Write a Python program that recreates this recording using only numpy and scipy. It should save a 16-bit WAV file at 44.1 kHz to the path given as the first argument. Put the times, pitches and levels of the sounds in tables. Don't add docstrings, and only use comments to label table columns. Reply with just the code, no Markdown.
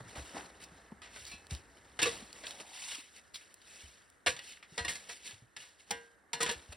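import sys
import numpy as np
from scipy import signal
from scipy.fft import rfft, irfft, next_fast_len
from scipy.io import wavfile
from scipy.ndimage import uniform_filter1d

SR = 44100
rng = np.random.default_rng(int(sys.argv[2]) if len(sys.argv) > 2 else 0)


def int16_out(signal):
    q = np.round(np.clip(np.atleast_2d(signal).T, -1, 1) * 32767)
    wavfile.write(sys.argv[1], SR, q.astype(np.int16))


N = 298288
TIME = np.arange(N) / SR
RING_TIME = TIME[:SR // 2]

# start [s], crunch level [dB], crunch decay to 1/e [s], ring re crunch [dB],
# blade flex [dB], freedom [0 buried to 1 in air], tilt [dB/octave], stone pitch [Hz], stone level [dB].
BLOWS = [(1.017, -50, 0.056, -3, -74, .94, -3, 1250, -49),
         (1.160, -47, 0.019, -7, -74, 0.33, -6, 1515, -49.5),
         (1.313, -48, 0.013, 9, -84, 0.9, 4, 4180, -51),
         (1.990, -28, .013, -3.5, -47, 0.48, -3.5, 2050, -39),
         (2.017, -30, 0.034, -0.5, -47, 0.31, 1.5, 3650, -28),
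         (2.028, -24.5, 0.01, -1, -35, 0.3, 2.5, 2790, -26.5),
         (2.056, -28, .015, -19, -31, 0.49, -5, 1157, -29),
         (2.068, -35.5, 0.028, -8.5, -23, 0.3, .2, 3790, -33),
         (2.436, -46, 0.017, 3, -60, .33, -5, 625, -52), (2.914, -48, .029, -5, -62, 0.3, 0, 2950, -36.5),
         (4.2614, -27, 0.01, -4.5, -35, 0.17, -0.5, 700, -26),
         (4.267, -26, .015, 2.5, -36.5, 0.18, -1.8, 1147, -34),
         (4.279, -33.5, 0.031, -5, -41.5, 0.48, 0.3, 510, -27.5),
         (4.364, -43.5, 0.016, -18, -72, 0.4, -2.5, 3620, -50),
         (4.389, -48.5, 0.0052, 10.5, -74, 0.64, 0.4, 2900, -43.5),
         (4.777, -32, 0.02, 1.5, -41, 0.62, -2.5, 1560, -52),
         (4.847, -37, 0.012, 4.5, -63, 0.52, 1.5, 1876, -30),
         (4.88, -33, 0.029, -10.5, -53, 0.7, -1, 2105, -30.5),
         (4.892, -38.5, 0.045, -9.5, -59, 0.29, 3.5, 1867, -32),
         (4.952, -39.5, 0.011, -9, -65, .39, 1, 2080, -42),
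         (5.091, -47, 0.019, 4, -51, 0.27, -6.5, 705, -45.5),
         (5.564, -41, 0.015, -12, -76, 0.34, -2.2, 1720, -45),
         (5.6, -54.5, 0.059, -3, -77, 0.6, 0, 2950, -49),
         (5.907, -28.5, 0.0087, -2.5, -42, 0.94, 0, 822, -31.5),
         (6.331, -29.5, 0.012, -5, -48.5, 0.99, 0, 920, -32.5),
         (6.404, -31, 0.041, -3, -33.5, 0.53, 0, 1250, -31.5),
         (6.428, -26, 0.0068, -5, -36, 0.43, 7, 1000, -27.5),
         (6.461, -32, 0.027, -15, -38.5, .55, -4.5, 2560, -48),
         (6.49, -31, 0.024, -4, -54, 0.15, -3, 952, -31.5),
         (6.511, -38.5, 0.013, -10, -32.5, .22, 6, 2700, -43),
         (6.7232, -49, 0.0085, 2, -62, 0.22, 9, 590, -50.5)]
# pitch [Hz], level struck edge-on [dB],
# level when stones glance along the face [dB], time to die by 60 dB when free [s].
BLADE = [(318, -14, -7, .22), (545, -5, -8, .2), (704, -4, -12, .22), (826, -4, -14, .18),
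         (978, -2, -12, .27), (1100, -6, -7, .2), (1230, -7, -11, .22), (1462, -4, -16, .28),
         (1600, -7, -20, .58), (1712, 0, -13, .45), (1780, -3, -18, .22), (1854, -1, -15, .3),
         (1927, 1, -13, .35), (2122, -3, -13, .28), (2350, -4, -4, .24), (2594, -6, 1, .38),
         (2804, -3, -2, .3), (2975, -3, -8, .22), (3215, -6, -9, .22), (3391, -7, -6, .27),
         (3448, -3, -10, .22), (3621, -4, -7, .22), (3705, -7, -6, .27), (4114, -9, 1, .28),
         (4176, -3, -6, .28), (4580, -8, -6, .18), (5205, -5, -10, .17), (5530, -7, -8, .2),
         (8380, -13, -14, .18), (8820, -12, -12, .13)]
# start [s], peak [dB], pitch [Hz], time for the chatter to die by 60 dB [s].
PEBBLES = [(.154, -42, 2000, 0.034), (.366, -32, 820, 0.065), (.381, -38, 2000, 0.012),
           (.409, -36, 1810, .012), (.639, -37.5, 4550, 0.043), (.919, -45, 885, 0.022),
           (1.2527, -34, 4160, .0091), (1.266, -38, 4400, 0.22), (1.469, -39, 4660, 0.0038),
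           (1.509, -33, 3620, .025), (1.55, -31.5, 3930, 0.0071), (2.0228, -23, 3680, 0.0038),
           (2.329, -35.5, 4240, .012), (2.468, -26.5, 3080, 0.032), (2.508, -32.5, 3730, 0.031),
           (2.601, -36.5, 3070, 0.011), (3.344, -33.5, 3630, 0.081), (3.357, -32.5, 3460, 0.057),
           (3.542, -39, 7040, 0.013), (3.616, -47, 3620, 0.082), (4.101, -46.5, 6900, 0.0069),
           (4.3917, -34, 2900, 0.026), (4.572, -42.5, 1930, .025), (4.627, -40.5, 1970, 0.13),
           (5.31, -37, 2800, 0.014), (5.9076, -24.5, 5500, .07)]
# start [s], level [dB], pitch [Hz].
THUDS = [(.003, -40, 124), (.058, -46.5, 110), (.177, -34.5, 69.4), (.346, -37.5, 285), (0.717, -47.5, 175),
         (0.919, -36, 218), (1.336, -47, 213), (1.515, -34, 140), (1.522, -30.5, 73.7), (2.222, -41, 224),
         (2.983, -45, 297), (3.835, -44.5, 70), (4.279, -41.5, 76.7), (4.721, -48.5, 168),
         (4.785, -39, 205), (4.805, -39.5, 73.5), (4.86, -46, 80), (5.330, -50, 99), (5.42, -47.5, 121),
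         (5.909, -40, 192), (6.405, -39, 170), (6.49, -36.5, 210), (6.555, -44.5, 74), (6.689, -42.5, 72)]
# frequency [Hz], level [dB].
CRUNCH_SPECTRUM = [(80, -19), (250, -23.5), (550, -10.5), (1300, -6), (2000, 0), (3700, 2), (5200, -3),
                   (6500, 0), (8800, -5.5), (10500, -9.5), (13000, -13.5), (14200, -30.5), (16000, -28.5)]
# frequency [Hz], level [dB].
GRIT_SPECTRUM = [(400, -34.5), (1200, -21), (2000, -2), (3200, -3), (5000, -6), (6500, -3.5), (9000, -7.5),
                 (11000, -10.5), (13000, -13), (14000, -28.5), (16000, -19)]
# frequency [Hz], level [dB].
SOIL_SPECTRUM = [(50, 12.5), (130, -2), (300, -0.5), (850, -2.5), (1400, -6), (2000, -4.5), (3500, -42.5),
                 (8000, -30)]
# frequency [Hz], level [dB].
HUSH_SPECTRUM = [(20, -20), (45, -6.5), (70, 4), (130, -8), (400, -5.5), (1000, -10.5), (1800, -2),
                 (2500, -22), (5000, -33), (9000, -19), (13000, -33.5), (16000, -42.5)]
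# frequency [Hz], phase by which left leads [radians].
PORT_PHASE = [(60, 0), (400, -.2), (1100, .8), (1800, -.35), (2500, .1), (5100, 0), (6800, -np.pi),
              (8300, -2 * np.pi), (9900, -2 * np.pi), (12200, -3 * np.pi), (13600, -3 * np.pi),
              (15000, -4 * np.pi)]
# frequency [Hz], level [dB].
SCATTER_SPECTRUM = [(60, -3), (300, 5), (700, 5), (1500, 18.5), (2000, 13), (2600, -0.5), (3300, 4),
                    (4500, -38.5), (6300, -20), (9000, -32), (11500, 2), (15000, 5)]
# start [s], swell [s], hold [s],
# time to die by 60 dB [s] (negative: stops within 1 ms), dry grit [dB], deep soil [dB], before the mix in scrape().
STROKES = [(0, 0.0044, .005, -0.18, -57, -47), (0.069, 0.016, .005, 0.5, -53, -76),
           (0.154, 0.0044, 0.024, .16, -48, -45), (0.156, 0.041, 0.098, 0.5, -52.5, -62),
           (0.322, 0.027, .045, 0.25, -49, -45.5), (.4, 0.046, 0.009, 0.24, -55.5, -57),
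           (0.577, 0.051, .01, 0.1, -49.5, -62), (1.063, 0.099, 0.14, 0.44, -50.5, -69.5),
           (1.49, 0.019, 0.027, 0.24, -46.5, -55), (1.749, .02, 0.021, -3, -63, -63.5),
           (2.033, 0.069, .035, 0.63, -45.5, -50), (2.25, 0.11, 0.17, 0.5, -54, -59),
           (2.438, .028, .01, 0.6, -45.5, -55.5), (2.57, 0.035, 0.0063, 0.09, -45.5, -50),
           (2.55, 0.29, 0.11, 0.4, -41.5, -71), (3.081, 0.084, 0.017, 0.14, -53, -66),
           (3.333, 0.0096, 0.011, 0.41, -48, -70), (3.572, 0.13, 0.12, 0.9, -53, -66.5),
           (4.346, 0.11, 0.068, 0.27, -50.5, -67), (4.615, 0.14, 0.37, 0.1, -55.5, -62.5),
           (5.079, 0.014, .005, 0.47, -43.5, -61), (5.201, 0.066, 0.0071, 0.36, -44, -60.5),
           (5.556, 0.048, 0.012, 0.4, -51.5, -70), (5.778, 0.021, .008, .16, -56.5, -72),
           (5.839, 0.067, 0.043, .6, -55.5, -60), (6.336, 0.021, .05, -0.5, -55, -56.5),
           (6.486, 0.035, 0.026, 0.8, -54.5, -59.5), (6.714, .008, .012, -0.5, -50, -51)]
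# time [s], dry grit [dB], deep soil [dB], before the mix in scrape().
TRICKLE = [(0, -62, -55.5), (.8, -64, -60.5), (.98, -73, -62.5), (1.4, -68.5, -64), (2.3, -63, -62.5),
           (3.3, -69, -76), (3.5, -65.5, -70.5), (4.2, -80.5, -77), (5.35, -73, -69), (5.52, -78, -79),
           (5.85, -67.5, -73), (6.2, -85, -71.5), (6.7, -62.5, -63.5)]
# time [s], level [dB].
BREEZE = [(0, -68), (.6, -69), (.8, -60.5), (1.3, -64.5), (1.8, -71), (2.15, -60), (2.4, -74), (3, -96)]

HUSH_DB = -68.5
BREEZE_HZ = 62.3
TOP_HZ = 15800
FLEX_HZ, FLEX_T60_S = 468, 0.51
STRAY_PER_S, STRAY_DB, STRAY_HZ, STRAY_T60_S = 2, -54.5, 4500, .009
THUD_CYCLES = 12.7
SHUDDER_DB, SHUDDER_HZ, SHUDDER_T60_S = -23, 124, 0.25
SCOOP_S, SCOOP_LENGTH_S, SCOOP_FADE_S = 2.4, 0.635, 0.078
SCOOP_HZ, SCOOP_OCTAVES_PER_S, SCOOP_DB = 617, 1.4, -62.5


def undb(db):
    return 10 ** (np.asarray(db) / 20)


def unit(x):
    return x / np.sqrt(np.mean(x ** 2))


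def fade(t60):
    return np.exp(-np.log(1000) * RING_TIME / t60)


def add(track, at, sound):
    start = int(at * SR)
    track[start:start + len(sound)] += sound[:max(N - start, 0)]


def along(points, hz):
    f, value = np.transpose(points)
    return np.interp(np.log(hz + 1), np.log(f), value)


def octaves(hz):
    return np.log2(np.maximum(hz, 300) / 2500)


def colour(x, points, tilt=0, size=2048):
    hz = np.arange(size // 2 + 1) * SR / size
    level_db = along(points, hz) + tilt * octaves(hz)
    cepstrum = irfft(np.log(undb(level_db)))
    cepstrum[1:size // 2] *= 2
    cepstrum[size // 2 + 1:] = 0
    response = irfft(np.exp(rfft(cepstrum)))
    return signal.fftconvolve(x, response / np.linalg.norm(response))[:len(x)]


def walk(rate):
    hold = max(int(SR / rate), 1)
    steps = np.repeat(rng.standard_normal(N // hold + 1), hold)
    return unit(uniform_filter1d(steps, hold))[:N]


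def grains(count, per_s, spread_db):
    when = np.flatnonzero(rng.random(count) < per_s / SR)
    size = undb(spread_db * np.minimum(rng.exponential(size=len(when)), 5))
    train = np.zeros(count)
    train[when] = size * rng.choice([-1, 1], len(when))
    return unit(train)


def hush(shared=0.52):
    def air():
        noise = unit(colour(rng.standard_normal(N), HUSH_SPECTRUM))
        return noise * undb(2.9 * walk(0.43) + .8 * walk(25))
    common, left, right = air(), air(), air()
    return undb(HUSH_DB) * (np.sqrt(shared) * common + np.sqrt(1 - shared) * np.array([left, right]))


def breeze(flutter_db=2.0):
    spectrum = [(BREEZE_HZ / 3, -24), (BREEZE_HZ, 0), (BREEZE_HZ * 2, -12),
                (BREEZE_HZ * 8, -45), (BREEZE_HZ * 64, -80)]
    rumble = colour(rng.standard_normal(N), spectrum)
    level_db = np.interp(TIME, *np.transpose(BREEZE))
    return unit(rumble * undb(flutter_db * walk(8.4))) * undb(level_db)


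def effort():
    s, *trickle_db = np.transpose(TRICKLE)
    power = np.array([undb(np.interp(TIME, s, db)) ** 2 for db in trickle_db])
    for at, swell, hold, t60, grit_db, soil_db in STROKES:
        push = np.clip((TIME - at) / swell, 0, 1) ** 2
        since_release = (TIME - at - swell - hold) / max(t60, 1e-3)
        release = np.exp(-np.log(1000) * np.clip(since_release, 0, 2))
        power += np.outer(undb([grit_db, soil_db]), push * release) ** 2
    return np.sqrt(power)


def gravel(low_hz, high_hz, sharpness, per_s, count):
    total = np.zeros(N)
    for hz in np.geomspace(low_hz, high_hz, count):
        clicks = grains(N, per_s * hz / low_hz, 1.4)
        total += signal.lfilter(*signal.iirpeak(hz, sharpness, fs=SR), clicks)
    return unit(total)


def blade_response(freedom, glance):
    hz, edge_db, face_db, t60 = np.transpose(BLADE)
    place_db = rng.standard_normal(len(hz))
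    gain = undb(edge_db + glance * (face_db - edge_db) + place_db) * rng.choice([-1, 1], len(hz))
    return sum(g * np.sin(2 * np.pi * f * RING_TIME) * fade(t * freedom) for f, g, t in zip(hz, gain, t60))


def scrape(judder_db=1.13, steel_db=-10, sand_db=-4, coarse_db=-8, slip_db=-4.5, crumb_db=-2.0):
    grit, soil = effort() * undb(judder_db * walk(110))
    stones = gravel(1200, 13000, 26, 45, count=36)
    lumps = gravel(170, 2200, 9, 110, count=16)
    coarse = gravel(1800, 5500, 30, 9, count=14)
    sand = grains(N, 7000, 1.3)
    loose = unit(stones + undb(coarse_db) * coarse + undb(sand_db) * sand)
    slips = loose * grit * undb(slip_db)
    crumbs = unit(colour(lumps, SOIL_SPECTRUM)) * soil * undb(crumb_db)
    steel = blade_response(freedom=0.32, glance=0.56)
    singing = signal.fftconvolve(slips, steel / np.linalg.norm(steel))[:N]
    return colour(slips, GRIT_SPECTRUM) + undb(steel_db) * singing + crumbs


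def settling(hz):
    spectrum = [(hz / 4, -24), (hz / 1.77, -2), (hz * 1.4, -2), (hz * 4, -20), (hz * 16, -55)]
    return colour(rng.standard_normal(len(RING_TIME)), spectrum)


def thuds(rumble_db=-9, attack_s=0.0029):
    out = np.zeros(N)
    onset = 1 - np.exp(-RING_TIME / attack_s)
    for at, db, hz in THUDS:
        give = np.sin(2 * np.pi * hz * RING_TIME)
        thud = (give + undb(rumble_db) * settling(hz)) * fade(THUD_CYCLES / hz) * onset
        add(out, at, undb(db) * thud)
    for at, db, *_ in BLOWS:
        shudder = settling(SHUDDER_HZ) * fade(SHUDDER_T60_S) * onset
        add(out, at, undb(db + SHUDDER_DB) * shudder)
    return out


def strays(spread_db=4, spread_octaves=.7):
    stones = []
    for when, size, pitch in rng.uniform(-1, 1, (int(STRAY_PER_S * N / SR), 3)):
        at = (when + 1) / 2 * N / SR
        hz = STRAY_HZ * 2 ** (spread_octaves * pitch)
        stones.append((at, STRAY_DB + spread_db * size, hz, STRAY_T60_S))
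    return stones


def pebbles(chatter_db=-9):
    out = np.zeros(N)
    for at, db, hz, t60 in list(PEBBLES) + strays():
        contact = undb(chatter_db) * rng.standard_normal(len(RING_TIME)) * fade(t60)
        contact[0] = 1
        resonance = [(hz / 5, -22), (hz / 1.17, -6), (hz, 0), (hz * 1.4, -6), (hz * 4, -22), (hz * 12, -50)]
        tick = colour(contact, resonance)
        add(out, at, undb(db) * tick / np.abs(tick).max())
    return out


def blows(stone_t60=0.09, rattle=0.78, bite_s=0.00085, push_s=0.0022):
    out = np.zeros(N)
    for at, db, decay, ring_db, flex_db, freedom, tilt, stone_hz, stone_db in BLOWS:
        contact = np.exp(-RING_TIME / decay)
        force = grains(len(RING_TIME), 5000, 2.85) * contact * (1 - np.exp(-RING_TIME / bite_s))
        crunch = colour(force, CRUNCH_SPECTRUM, tilt)
        steel = blade_response(freedom, np.clip(tilt / 2, 0, 1))
        build_up = steel * np.sqrt(1 - contact ** 2)
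        shaken = signal.fftconvolve(force / np.linalg.norm(force), steel)[:len(force)]
        ring = build_up + rattle * shaken
        ring *= np.linalg.norm(crunch) / np.linalg.norm(ring)
        push = 1 - np.exp(-RING_TIME / push_s)
        flex = np.sin(2 * np.pi * FLEX_HZ * RING_TIME) * fade(FLEX_T60_S * freedom)
        knock = np.sin(2 * np.pi * stone_hz * RING_TIME) * fade(stone_t60)
        impact = undb(db) * (crunch + undb(ring_db) * ring)
        add(out, at, impact + push * (undb(flex_db) * flex + undb(stone_db) * knock))
    return out


def scoop(width_hz=190):
    since = np.clip(TIME - SCOOP_S, 0, SCOOP_LENGTH_S)
    lowpass = signal.butter(2, width_hz, fs=SR, output="sos")
    rub = unit(signal.sosfilt(lowpass, grains(N, 1500, 3.0)))
    hz = SCOOP_HZ * 2 ** (SCOOP_OCTAVES_PER_S * since)
    phase = 2 * np.pi * np.cumsum(hz) / SR
    sliding = np.minimum(np.minimum(since, SCOOP_LENGTH_S - since) / SCOOP_FADE_S, 1)
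    return unit(rub * np.sin(phase)) * undb(SCOOP_DB) * sliding


def reflect(x, t60, points):
    spray = rng.standard_normal(len(RING_TIME)) * fade(t60) * (1 - np.exp(-RING_TIME / (t60 / 20)))
    tail = colour(spray, points)
    return signal.fftconvolve(x, tail / np.linalg.norm(tail))[:N]


def ports(x):
    size = next_fast_len(N + SR // 10)
    hz = np.arange(size // 2 + 1) * SR / size
    turn = np.exp(.5j * along(PORT_PHASE, hz))
    spectrum = rfft(x, size)
    return np.array([irfft(spectrum * turn, size)[:N], irfft(spectrum / turn, size)[:N]])


def scene(ground_db=-14, slope_db=-27):
    dig = blows() + scrape() + scoop() + pebbles() + thuds()
    ground = reflect(dig, 0.017, SCATTER_SPECTRUM) * np.array([[1], [-1]])
    slope_spectrum = [(100, -1.5), (1500, 2), (3500, -29.5), (12000, -12)]
    slope = np.array([reflect(dig, 0.34, slope_spectrum) for _ in range(2)])
    return ports(dig) + undb(ground_db) * ground + undb(slope_db) * slope + hush() + breeze()


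def record(dry):
    bass_cut = signal.butter(2, 45, "high", fs=SR, output="sos")
    top_cut = signal.ellip(8, .2, 70, TOP_HZ, fs=SR, output="sos")
    return signal.sosfilt(top_cut, signal.sosfilt(bass_cut, dry))


dry = scene()
out = record(dry)
int16_out(out)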